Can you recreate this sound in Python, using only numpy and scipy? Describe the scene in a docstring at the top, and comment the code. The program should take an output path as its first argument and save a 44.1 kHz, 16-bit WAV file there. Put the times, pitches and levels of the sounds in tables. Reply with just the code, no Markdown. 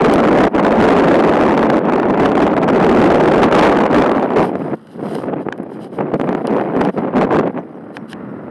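"""Strong gusty wind on open prairie roars at the microphone port of a hand-held camera.
Swept noise makes the eddies; for four seconds they overload the input into crackle, then the port
turns into the lee and catches a second blast. Sharp pressure dips add thumps.
Fingers rub and tick on the case: noise and snaps ring its resonances. Filtered noise makes the hiss of
dry grass, and near the end gliding sine pairs make the faint chips of a small bird."""
import sys
import numpy as np
from scipy import signal
from scipy.io import wavfile
from scipy.ndimage import uniform_filter1d, map_coordinates

SR = 44100
rng = np.random.default_rng(int(sys.argv[2]) if len(sys.argv) > 2 else 0)


def master_out(mix):
    """Clip the mix to full scale and print it as 16-bit PCM to the path in sys.argv[1]."""
    frames = np.transpose(np.atleast_2d(mix))
    ceiling = np.clip(frames, -1, 1)
    pcm = np.round(ceiling * 32767).astype(np.int16)
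    wavfile.write(sys.argv[1], SR, pcm)


N = 374850
TIME = np.arange(N) / SR   # seconds

# Colour of the turbulence at relative speed 1: pitch_hz, density_db (per Hz, relative)
EDDY_COLOUR = [(90, -9), (170, 2), (270, 2), (450, -2), (700, -5.5), (1050, -13), (1500, -24), (2200, -25),
               (3200, -37.5), (5000, -42)]
# Steady wind at the port as the camera turns, before overload: time_s, level_db
WIND_LEVEL = [(0, -7.5), (0.68, -11), (0.9, -7), (1.85, -11.5), (2.62, -12), (2.88, -7), (3.7, -9.5),
              (4.1, -11.5), (4.25, -15), (4.6, -19), (5.38, -20.5), (5.53, -28.5), (5.88, -27.5),
              (6.25, -18), (6.6, -17), (7.45, -18.5), (7.66, -32.5), (8.5, -30.5)]
# How fast eddies sweep over the port: time_s, relative_speed
WIND_SPEED = [(0, 1.0), (1.3, 1.095), (2.0, 0.94), (3.25, 0.96), (3.58, 1.33), (3.8, 1.133), (4.33, 0.99),
              (4.55, 0.68), (5.35, .72), (5.9, .66), (6.65, 0.85), (7.4, 0.75), (8.5, 0.6)]
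# Gusts leap out of the steady wind, hold and drop: start_s, hold_s (from the start), rise_db
GUSTS = [(0.376, 0.0447, 4), (0.776, 0.0691, 2), (2.187, 0.07, 4.5), (2.363, 0.075, 3), (3.408, 0.034, 3),
         (3.53, .16, 2.5), (3.917, 0.102, 3), (4.35, .085, 8.5), (4.71, 0.035, 3), (5.278, 0.058, 2),
         (5.972, .035, 11), (6.022, 0.04826, 4), (6.121, 0.024, 10), (6.273, 0.02996, 4),
         (6.489, 0.1106, 3.5), (6.751, 0.13, 4.5), (6.965, 0.015, 3), (7.143, .1, 9), (7.295, 0.1, 9.5),
         (7.424, 0.051, 5), (7.553, 0.041, 8)]
# The flow breaks away from the port and builds up again: start_s, length_s, depth_db
LULLS = [(0.475, 0.073, 19.5), (0.755, 0.031, 3), (1.782, 0.082, 6), (3.465, 0.056, 5), (3.869, .04, 9),
         (4.745, .29, 24), (5.191, .05, 5), (5.419, 0.043, 7), (5.866, 0.0795, 6), (6.163, 0.034, 11.5),
         (6.409, 0.0345, 10), (6.896, .075, 16.5), (7.097, 0.043, 4.5), (7.504, 0.042, 9.5),
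         (8.054, 0.064, 7)]
# Single vortices that thump on the port: time_s, suction_db, half_width_s
BUFFETS = [(4.555, 1, 0.00031), (4.735, -4.5, 0.00041), (5.4664, -2.5, 0.00049), (5.4866, -0.5, 0.00019),
           (5.489, -6, .00022), (5.601, -3.5, .0005), (6.008, 0, 0.00022), (6.198, 2.5, 0.0003),
           (6.214, 2, 0.00023), (6.291, 3.5, 0.00024), (6.329, -2, 0.00019), (6.35, 2.5, 0.00023),
           (6.505, -0.5, 0.00057), (6.547, -2, .00024), (6.598, -1.5, 0.00018), (6.765, 7, 0.00044),
           (6.984, 1, .00045), (7.576, -4.5, 0.00015)]
# Fingers slide on the case: hardest_s, swell_s, fade_s, level_db
STROKES = [(4.2, 0.16, .22, -55), (4.45, .1, .08, -42.5), (4.63, 0.13, 0.3, -56.5),
           (4.929, 0.13, 0.065, -55.5), (5.15, 0.21, 0.16, -43), (5.42, 0.029, 0.028, -57),
           (5.74, 0.059, 0.055, -54.5), (5.83, 0.045, 0.066, -47.5), (5.95, 0.052, 0.088, -52),
           (6.23, .17, .22, -58), (6.57, 0.3, 0.16, -55), (6.8, .12, .12, -54), (6.97, 0.12, 0.1, -59),
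           (7.96, 0.042, .035, -49), (8.118, 0.05, 0.021, -40.5)]
# The grip ticks on the case: start_s, level_db, sharpness_db (per octave)
TICKS = [(0.138, -21, 6.5), (4.871, -45, 3), (5.152, -33.5, 7), (5.5252, -19, -5), (5.578, -51, 10),
         (5.632, -54, 20), (6.471, -28, 4), (6.850, -28, 2), (7.969, -22.5, -9.5), (8.131, -26, -1.5)]
# Resonances of the case and port, before sharpness tilts them: pitch_hz, width_hz, level_db
CASE_MODES = [(1000, 800, -11), (1540, 380, 0), (2200, 700, -11), (2900, 700, -7), (4080, 600, -14),
              (4680, 700, -18), (9200, 1700, -29), (11000, 1300, -32)]
# Colour of the wind in dry grass and far trees: pitch_hz, density_db (per Hz, relative)
GRASS_COLOUR = [(90, 22), (200, 21), (600, -4.5), (1400, -1), (2600, -26.5), (4000, -43), (6500, -60),
                (11000, -51)]
# Grass level, which swells as a gust crosses the field: time_s, level_db
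GRASS_LEVEL = [(0, -31), (4.8, -35.5), (5.6, -50), (7.6, -37), (8.08, -30), (8.2, -23.5), (8.5, -27)]
# Bird chips: start_s, base_pitch_hz, level_db
CHIPS = [(7.055, 6100, -72), (7.571, 6100, -68), (7.739, 5680, -75), (7.983, 5555, -74), (8.279, 5520, -76)]
# One chip flicks up and slides down: age_s, pitch_ratio, strength (0-1)
CHIP_SHAPE = [(0, 1.1, 0.02), (.006, 1.15, .6), (.012, 1.02, 1), (.03, .97, 1), (.039, 0.93, 0.3)]

GUST_ATTACK_S, GUST_RELEASE_S = 0.01615, 0.0252
LULL_FALL_S, LULL_CURVE = 0.02037, 1.8   # breaks away fast, returns slowly at first
SWAY_DB, SWAY_HZ = .5, 11.96             # the wind is never quite even
SPEED_DB_PER_DB = 0.14                   # a gust is also a little faster, a lull slower
HOLD_DB = -69.5                          # the hand is never quite still
OVERLOAD = 0.45                          # input ceiling, linear amplitude
CUTOFF_HZ = 11800


def wind(jerk_level_db=1.5, jerk_speed_db=2.0):
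    """A frozen pattern of eddies sweeps past at a jerky speed: each jerk is both louder and higher."""
    jerk = jerks()
    surge_db = surges()
    speed_change_db = jerk_speed_db * jerk + SPEED_DB_PER_DB * surge_db
    speed = np.abs(in_time(WIND_SPEED)) * from_db(speed_change_db)
    position = np.cumsum(speed)   # in samples of the frozen pattern
    eddies = map_coordinates(coloured_noise(EDDY_COLOUR), [position], order=3, mode="mirror")
    pressure = eddies * flutter(jerk_level_db, jerk)
    level = from_db(in_time(WIND_LEVEL) + surge_db)
    return level * pressure / np.std(low_cut(pressure))   # levelled by what the microphone passes


def jerks(rate_hz=190.0, release_per_s=520.0, limit=2.2):
    """Jerks of the flow come abruptly, ebb in a few milliseconds and are bounded; spread 1."""
    ebb = release_per_s * TIME
    swirl = np.maximum.accumulate(drift(rate_hz) + ebb) - ebb   # peak follower with a steady fall
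    slow_swell = uniform_filter1d(swirl, size=SR // 16)         # left to the gusts
    swirl = rms_one(swirl - slow_swell)
    return rms_one(np.tanh(swirl / limit))


def surges():
    """Gusts and lulls in dB around the steady wind, with a slight random sway."""
    surge_db = SWAY_DB * drift(SWAY_HZ)
    for start, hold, rise_db in GUSTS:
        age = TIME - start
        attack = age / GUST_ATTACK_S
        release = 1 - (age - hold) / GUST_RELEASE_S
        surge_db = surge_db + rise_db * np.clip(np.minimum(attack, release), 0, 1)
    for start, length, depth_db in LULLS:
        age = TIME - start
        fallen = np.clip(age / LULL_FALL_S, 0, 1)
        recovered = np.interp(age, [LULL_FALL_S, length], [0, 1])
        surge_db = surge_db - depth_db * fallen * (1 - recovered ** LULL_CURVE)
    return surge_db


def buffets():
    """The core of each passing vortex is a brief dip in pressure."""
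    suction = 0
    for centre, db, half_width in BUFFETS:
        suction = suction + from_db(db) / (1 + ((TIME - centre) / half_width) ** 2)
    return -suction


def port(x, corner_hz=2550.0):
    """Eddies smaller than the port cancel out across it, which dulls the roar."""
    return signal.sosfilt(signal.butter(3, corner_hz, fs=SR, output="sos"), x)


def rubbing(grain_db=2.5, grain_hz=200.0, sharpness_db=7.0):
    """Skin slides over the case in tiny uneven slips, which set it ringing."""
    friction = rng.standard_normal(N) * flutter(grain_db, drift(grain_hz))
    return strokes() * rms_one(case(friction, sharpness_db))


def strokes():
    """The force of the fingers: each stroke swells and fades over the resting hold."""
    force = from_db(HOLD_DB)
    for hardest, swell, fade, db in STROKES:
        shape = np.interp(TIME - hardest, [-swell, 0, fade], [0, 1, 0])
        force = force + from_db(db) * shape ** 1.66
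    return force


def ticks(slip_s=0.0017, slip_db=-17.5):
    """Each tick is a snap and a brief slip after it, which set the case ringing."""
    out = np.zeros(N)
    age = TIME[:SR // 20]
    for start_s, db, sharpness_db in TICKS:
        slip = from_db(slip_db) * rng.standard_normal(len(age)) * np.exp(-age / slip_s)
        snap = age == 0
        tick = case(snap + slip, sharpness_db)
        start = round(start_s * SR)
        onset_level = np.std(tick[age < .004])
        out[start:start + len(age)] += from_db(db) * tick / onset_level
    return out


def case(force, sharpness_db=0):
    """The case and port ring in their resonances; a sharper contact favours the high ones."""
    out = 0
    for hz, width, db in CASE_MODES:
        r = np.exp(-np.pi * width / SR)   # pole radius: a wider mode dies sooner
        gain = (1 - r * r) / 2
        resonance = [gain, 0, -gain, 1, -2 * r * np.cos(2 * np.pi * hz / SR), r * r]
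        mode = signal.sosfilt([resonance, resonance], force)   # passed twice: deep valleys between peaks
        octaves_up = np.log2(hz / CASE_MODES[0][0])
        out = out + mode * from_db(db + sharpness_db * octaves_up)
    return out


def grass():
    """Wind in the field hisses softly and smoothly as coloured noise."""
    return from_db(in_time(GRASS_LEVEL)) * coloured_noise(GRASS_COLOUR)


def bird(upper_db=-7.0):
    """Short far chips glide in pitch, with a weaker partial a fifth above."""
    age, ratio, strength = np.transpose(CHIP_SHAPE)
    out = 0
    for start, hz, db in CHIPS:
        pitch = hz * np.interp(TIME - start, age, ratio)
        phase = 2 * np.pi * np.cumsum(pitch) / SR
        level = from_db(db) * np.interp(TIME - start, age, strength, left=0, right=0)
        out = out + level * (np.sin(phase) + from_db(upper_db) * np.sin(1.5 * phase))
    return out


def coloured_noise(spectrum):
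    """Half-octave bands of noise, each at the level of the spectrum; unit power."""
    points = np.array(spectrum)
    edges = 64 * 2 ** np.arange(0, 8, .5)   # Hz
    out = 0
    for low, high in zip(edges, edges[1:]):
        band = signal.butter(4, [low, high], "band", fs=SR, output="sos")
        log_centre = np.log(low * high) / 2
        db = np.interp(log_centre, np.log(points[:, 0]), points[:, 1], right=-np.inf)
        out = out + from_db(db) * signal.sosfilt(band, rng.standard_normal(N))
    return rms_one(out)


def drift(rate):
    """Smooth chance that changes about `rate` times a second; spread 1."""
    r = np.exp(-2 * np.pi * rate / SR)
    noise = rng.standard_normal(N + SR)   # the first second only settles the filter
    return rms_one(signal.lfilter([1], [1, -2 * r, r * r], noise)[SR:])


def flutter(depth_db, chance):
    """A log-normal gain of unit power."""
    return rms_one(from_db(depth_db * chance))


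def in_time(rows):
    """Join (time_s, value) rows by straight lines."""
    return np.interp(TIME, *np.transpose(rows))


def from_db(db):
    """Decibels to gain."""
    return 10 ** (np.asarray(db) / 20)


def rms_one(x):
    """Scale to unit power."""
    return x / np.sqrt(np.mean(x ** 2) + 1e-20)


def low_cut(x, corner_hz=195.3):
    """The microphone passes little of the deep bass."""
    return signal.sosfilt(signal.butter(3, corner_hz, "high", fs=SR, output="sos"), x)


def scene():
    """Wind and handling at the microphone, the field and a bird behind them."""
    roar = port(wind() + buffets())
    handling = rubbing() + ticks()
    background = grass() + bird()
    return (roar + handling + background)[None, :]


def record(dry, hardness=44.0, coupling_hz=29.3):
    """After the low cut the input overloads into flat tops, which crackle and rumble; the top is cut."""
    pressure = low_cut(dry)
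    clipped = pressure / (1 + np.abs(pressure / OVERLOAD) ** hardness) ** (1 / hardness)
    coupling = signal.butter(1, coupling_hz, "high", fs=SR, output="sos")
    coupled = signal.sosfilt(coupling, clipped)
    steep = signal.firwin(161, CUTOFF_HZ, window=("kaiser", 8), fs=SR)
    return signal.fftconvolve(coupled, steep[None, :], mode="same")


dry = scene()
out = record(dry)
master_out(out)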